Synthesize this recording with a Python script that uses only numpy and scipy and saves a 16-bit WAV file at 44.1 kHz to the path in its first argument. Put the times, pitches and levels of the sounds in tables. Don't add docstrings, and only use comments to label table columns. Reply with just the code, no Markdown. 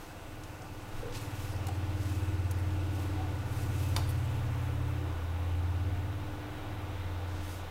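import sys
import numpy as np
from scipy import signal
from scipy.fft import irfft, next_fast_len
from scipy.io import wavfile

SR = 44100
rng = np.random.default_rng(int(sys.argv[2]) if len(sys.argv) > 2 else 0)


def boost(x):
    u = np.asarray(x, float) / 20
    return 10 ** u


def unload_audio(sound):
    columns = np.transpose(np.atleast_2d(sound))
    steps = np.round(np.clip(columns, -1, 1) * 32767)
    wavfile.write(sys.argv[1], SR, steps.astype(np.int16))


N = 339966
T = np.arange(N) / SR
SLOW = T[::200]
LONG = next_fast_len(N)


def motor():
    # (time [s], rotation rate [Hz])
    shaft = [(0.0, 17.9), (1.3, 17.978), (2.3, 17.778), (2.9, 18.021), (3.55, 17.712), (4.3, 17.512),
             (4.95, 17.298), (5.22, 16.695), (5.45, 17.309), (6.2, 17.624), (6.8, 17.799), (7.71, 17.928)]
    # (time [s], level [dB], spread [s])
    crests_5 = [(0.69, -52, 0.35), (1.7, -39.5, 0.27), (2.58, -32.1, 0.49), (3.25, -42, 0.11),
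                (3.95, -32.5, 0.27), (4.75, -36, 0.28), (5.66, -31.6, 0.37), (7.19, -37, 0.34)]
    crests_6 = [(0.44, -52.5, 0.1), (1.33, -45, 0.37), (2.21, -38, 0.39), (3.06, -46.3, 0.19),
                (3.85, -38, 0.34), (4.47, -42.5, 0.17), (6.02, -39.5, 0.26), (6.84, -44, 0.19)]
    crests_7 = [(1.46, -52.5, 0.65), (2.15, -59, 0.22), (2.92, -46, 0.27), (3.57, -42.5, 0.17),
                (4.33, -36, 0.42), (4.89, -41.5, 0.15), (5.87, -49, 0.51)]
    crests_16 = [(1.25, -52, 0.093), (2.0, -67, 0.27), (3.0, -49.5, 0.16), (3.75, -54, 0.28),
                 (4.6, -53, 0.16), (5.8, -63, .3)]
    crests_17 = [(1.29, -57.5, 0.88), (2.08, -48.5, 0.19), (2.75, -48, 0.12), (3.15, -48.5, 0.11),
                 (3.98, -54, 0.71), (4.87, -52.5, 0.12), (6.29, -50.5, 0.67), (7.42, -53.5, 0.1)]
    crests_18 = [(1.8, -56, 0.13), (2.28, -51, 0.12), (2.95, -53, 0.16), (3.9, -58, 0.42),
                 (5.05, -50.5, 0.079), (6.8, -67.5, .4)]
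    # (time [s], phase [turns])
    slip = [(2.35, 0), (2.9, .5), (3.3, .5), (3.75, -.45)]
    weak_overtones = [(4, 5), (8, 6), (11, 6), (14, 6), (15, 6), (19, 18), (20, 17), (21, 18), (22, 18)]
    weak_db = [-18, -17.5, -20, -19, -19.5, -6.5, -16.5, -14.5, -7.5]

    turn = 2 * np.pi * np.cumsum(curves(shaft)[0]) / SR
    crests = {5: crests_5, 6: crests_6, 7: crests_7, 16: crests_16, 17: crests_17, 18: crests_18}
    lead = {k: standing_wave(rows) for k, rows in crests.items()}
    lag = {5: 0, 6: 0, 7: 2 * np.pi * curves(slip)[0],
           16: 0.8 * walk(8), 17: np.pi + 0.8 * walk(8), 18: 0.8 * walk(8)}
    out = sum(lead[k] * np.cos(k * turn + lag[k]) for k in lead)
    for (k, followed), db in zip(weak_overtones, weak_db):
        start = 0 if k in (4, 8) else 2 * np.pi * rng.random()
        level = lead[followed] * boost(db + 1.9 * walk(2.65))
        out += level * np.cos(k * turn + start + 0.81 * walk(2.16))
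    return out


def standing_wave(crests):
    level = boost(-65)
    for s, db, spread in crests:
        level = level + boost(db) * bell(s, spread)
    return np.interp(T, SLOW, np.sqrt(2) * level)


def fans():
    # (frequency [Hz], level [dB per Hz])
    air = [(8, -2.5), (40, 6.5), (62, 13), (150, 8), (210, 2), (330, 2), (600, 1), (800, 1), (1250, -4.5),
           (2200, -9.5), (3900, -16), (4150, -20), (11800, -34), (12300, -32.5)]
    # (time [s], air level [dB], turn from duct to grille [0-1])
    near = [(0, -50, 0.15), (.77, -48.5, 0.06), (1.26, -46.5, 0.4), (2.1, -46.5, 0.2), (2.94, -46, .02),
            (3.15, -45.5, 0.5), (4.2, -45.5, 0.5), (5.15, -46.5, 0.7), (6.4, -46.5, 0.64),
            (7.71, -46.5, 0.87)]
    # (multiple of the blade rate, level [dB])
    blade_lines = [(2, -75), (3, -62), (4, -68), (5, -62), (7, -81), (8, -72.5), (9, -79)]

    near_db, turned = curves(near)
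    duct_db = -16.5 + turned * (-25 + 16.5)
    grille_db = -41 + turned * (-13.5 + 41)
    tilt_db = 0.36 + turned * (0.89 - 0.36)
    hz_at, db_at = np.transpose(air)
    log_hz = np.log(1 + np.arange(LONG // 2 + 1) * SR / LONG)
    colour = boost(np.interp(log_hz, np.log(hz_at), db_at))

    rush, swell = 0, 0.3 * walk(1.5)
    for hz in 8 * 2 ** np.arange(0, 11.1, 0.5):
        db = 10 * np.log10(hz / 1000) + tilt_db * np.log2(hz / 1000) + swell + 1.17 * walk(9)
        rush = rush + boost(db) * band(hz, hz / 5, colour=colour)
    resonance = boost(duct_db) * band(2717, 210) + boost(grille_db) * band(3700, 260)

    blade_hz = 293.2 + 0.09 * walk(0.98)
    blades = sum(tone(k * blade_hz, db + 0.71 * walk(1.99)) for k, db in blade_lines)
    lines = (blades + steady_tones()) * boost(near_db + 47.0)
    return unit(rush) * boost(near_db + 1.5) + lines + boost(near_db) * resonance


def hits():
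    # (time [s], peak level [dB], centre [Hz], width
    # [Hz], 60 dB decay [s])
    finger_ticks = [(.435, -39.5, 6800, 2500, .04), (.619, -42.5, 6470, 1500, 0.034),
                    (1.124, -36.5, 4000, 3000, 0.034), (1.668, -29.5, 8600, 7000, 0.027),
                    (1.678, -45, 8000, 500, .08), (1.683, -34, 7000, 6000, 0.038),
                    (2.51, -31.5, 8500, 6000, .04), (2.585, -47, 11000, 2000, .08),
                    (3.965, -29, 11600, 3500, 0.034), (4.088, -36, 11700, 2500, 0.098),
                    (4.102, -38, 11500, 2500, .07), (4.072, -44, 9500, 600, .1),
                    (4.093, -40, 4000, 1500, 0.071), (4.875, -50, 14000, 1500, .1),
                    (6.819, -53, 7900, 5000, .02), (3.968, -39, 5000, 2500, 0.24),
                    (3.97, -41, 11000, 3500, .2), (1.669, -38, 4500, 2000, 0.034)]
    # (time [s], level [dB], centre [Hz], width [Hz], 60 dB decay [s])
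    knocks = [
        (.9, -37, 18, 1.3, 1.5),
        (.92, -45, 36, 12, 1.1),
        (1.025, -40, 490, 45, 0.35),
        (1.684, -41, 750, 60, 0.1),
        (1.686, -48, 1600, 400, .05),
        (3.17, -47.5, 750, 16, 0.54),
        (3.94, -41, 38, 15, .6),
        (3.963, -42, 750, 400, 0.2),
    ]

    direct, t = np.zeros(N), T[:8192]
    for s, db, hz, width, t60 in finger_ticks:
        shape = np.minimum(t / (0.046 * t60), 1) * 1000 ** (-t / t60)
        add(direct, s, boost(db - 8) * shape * band(hz, width, size=len(t)))
    add_tool_click(direct, t)

    tail = T[:SR // 2]
    echo = band(1300, 4000, size=len(tail)) * 1000 ** (-tail / 0.58)
    echo = echo * (tail > 0.004)
    out = direct + boost(-14) * signal.fftconvolve(direct, echo / np.linalg.norm(echo))[:N]

    t = T[:2 * SR]
    for s, db, hz, width, t60 in knocks:
        shape = np.minimum(t / (0.065 * t60), 1) * 1000 ** (-t / t60)
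        add(out, s, boost(db + 4.5) * shape * band(hz, width, size=len(t)))
    return out


def add_tool_click(out, t):
    # (frequency [Hz], level [dB], 60 dB decay [s])
    modes = [(3580, -3, .025), (4270, -4, 0.011), (4680, -4.5, .024), (6800, -18, 0.011),
             (9500, -20, 0.052)]
    click_s, click_db = 3.9637, -13.5
    ring = 0
    for hz, db, t60 in modes:
        ring = ring + boost(db) * np.sin(2 * np.pi * (hz * t + rng.random())) * 1000 ** (-t / t60)
    crack = band(3500, 5400, size=len(t)) * np.exp(-t / 0.0033)
    bench = band(1040, 990, size=len(t)) * np.exp(-t / 0.01)
    add(out, click_s, boost(click_db) * (0.25 * ring + 0.18 * crack + 0.099 * bench))
    add(out, click_s + 0.003, boost(click_db - 22) * (ring + 0.74 * crack))


def rustle():
    # (time [s], spread [s], level near 5 kHz [dB], level near 11 kHz against it [dB])
    strokes = [(.02, 0.071, -60.5, -4), (0.398, 0.2, -69, -8), (.97, .06, -67, 2),
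               (1.165, 0.022, -46.5, -12.5), (1.22, 0.051, -53.5, -7), (1.43, 0.089, -55, -3.5),
               (1.65, 0.066, -61, -16), (2.12, 0.12, -56, -5), (3.01, 0.057, -57.5, -3.5),
               (3.18, 0.092, -62, -15), (3.6, 0.082, -57, -1), (3.84, 0.11, -54.5, -1), (4.03, .09, -64, 0),
               (4.24, 0.23, -62.5, -3.5), (4.65, 0.055, -67, 2), (4.9, 0.087, -68, -5),
               (7.36, 0.074, -59, -14), (7.51, 0.068, -55.5, -2)]
    hands = 2, 2.5, -59.5, -9.5
    # (frequency [Hz], width [Hz], level against the stroke [dB])
    panels = [(2600, 86, -8.5), (6300, 110, -17.5), (8000, 140, -17)]

    low_power, high_power = 0, 0
    for s, spread, db, bright_db in list(strokes) + [hands]:
        power = boost(2 * db) * bell(s, spread) ** 2
        low_power = low_power + power
        high_power = high_power + power * boost(2 * bright_db)
    low_db = np.interp(T, SLOW, 10 * np.log10(low_power))
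    high_db = np.interp(T, SLOW, 10 * np.log10(high_power))

    slips, out = 1.28 * walk(90), 0
    for bright in np.arange(-0.2, 1.5, 0.25):
        stroke_db = low_db + np.clip(bright, 0, 1) * (high_db - low_db)
        db = stroke_db + slips + 0.93 * walk(13) - 6.0
        out = out + boost(db) * band(4500 + 7500 * bright, 1100)
    for hz, width, db in panels:
        out = out + boost(low_db + db + 2.2 * walk(25)) * band(hz, width)
    return out


def steady_tones():
    line_hz = 20.0, 22.5, 497.5, 802, 1183, 1336.5, 9045.5
    line_db = [-55.5, -49, -60, -69.5, -69.5, -66.5, -85]
    return sum(tone(hz + 0.33 * walk(1.91), db + 1.05 * walk(1.83)) for hz, db in zip(line_hz, line_db))


def unit(x):
    return x / np.sqrt(np.mean(x ** 2))


def walk(rate):
    levels = rng.standard_normal(int(N / SR * rate) + 2)
    return 0.99 * np.interp(T * rate, np.arange(len(levels)), levels)


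def band(hz, width, size=LONG, colour=1):
    f = np.arange(size // 2 + 1) * SR / size
    shape = np.exp(-0.5 * ((f - hz) / width) ** 2)
    noise = rng.standard_normal(2 * len(f), dtype=np.float32).view(np.complex64)
    wave = irfft(colour * (shape * noise), size)
    return (wave * size / (2 * np.linalg.norm(shape)))[:N]


def tone(hz, db):
    turns = np.cumsum(hz + 0 * T) / SR + rng.random()
    return np.sqrt(2) * boost(db) * np.sin(2 * np.pi * turns)


def bell(s, spread):
    return np.exp(-0.5 * ((SLOW - s) / spread) ** 2)


def curves(table):
    s, *columns = np.transpose(table)
    return [np.interp(T, s, column) for column in columns]


def add(out, s, x):
    i = int(s * SR)
    out[i:i + len(x)] += x[:N - i]


def scene():
    return (motor() + fans() + rustle() + hits())[None]


def roll_off(x):
    return signal.sosfilt(signal.butter(12, 16510, fs=SR, output="sos"), x)


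def record(dry):
    hiss = boost(-66) * band(15400, 7200)
    top_cut = signal.ellip(12, 0.2, 80, 15790, fs=SR, output="sos")
    mix = signal.sosfilt(top_cut, dry + hiss)
    return roll_off(mix)


dry = scene()
out = record(dry)
unload_audio(out)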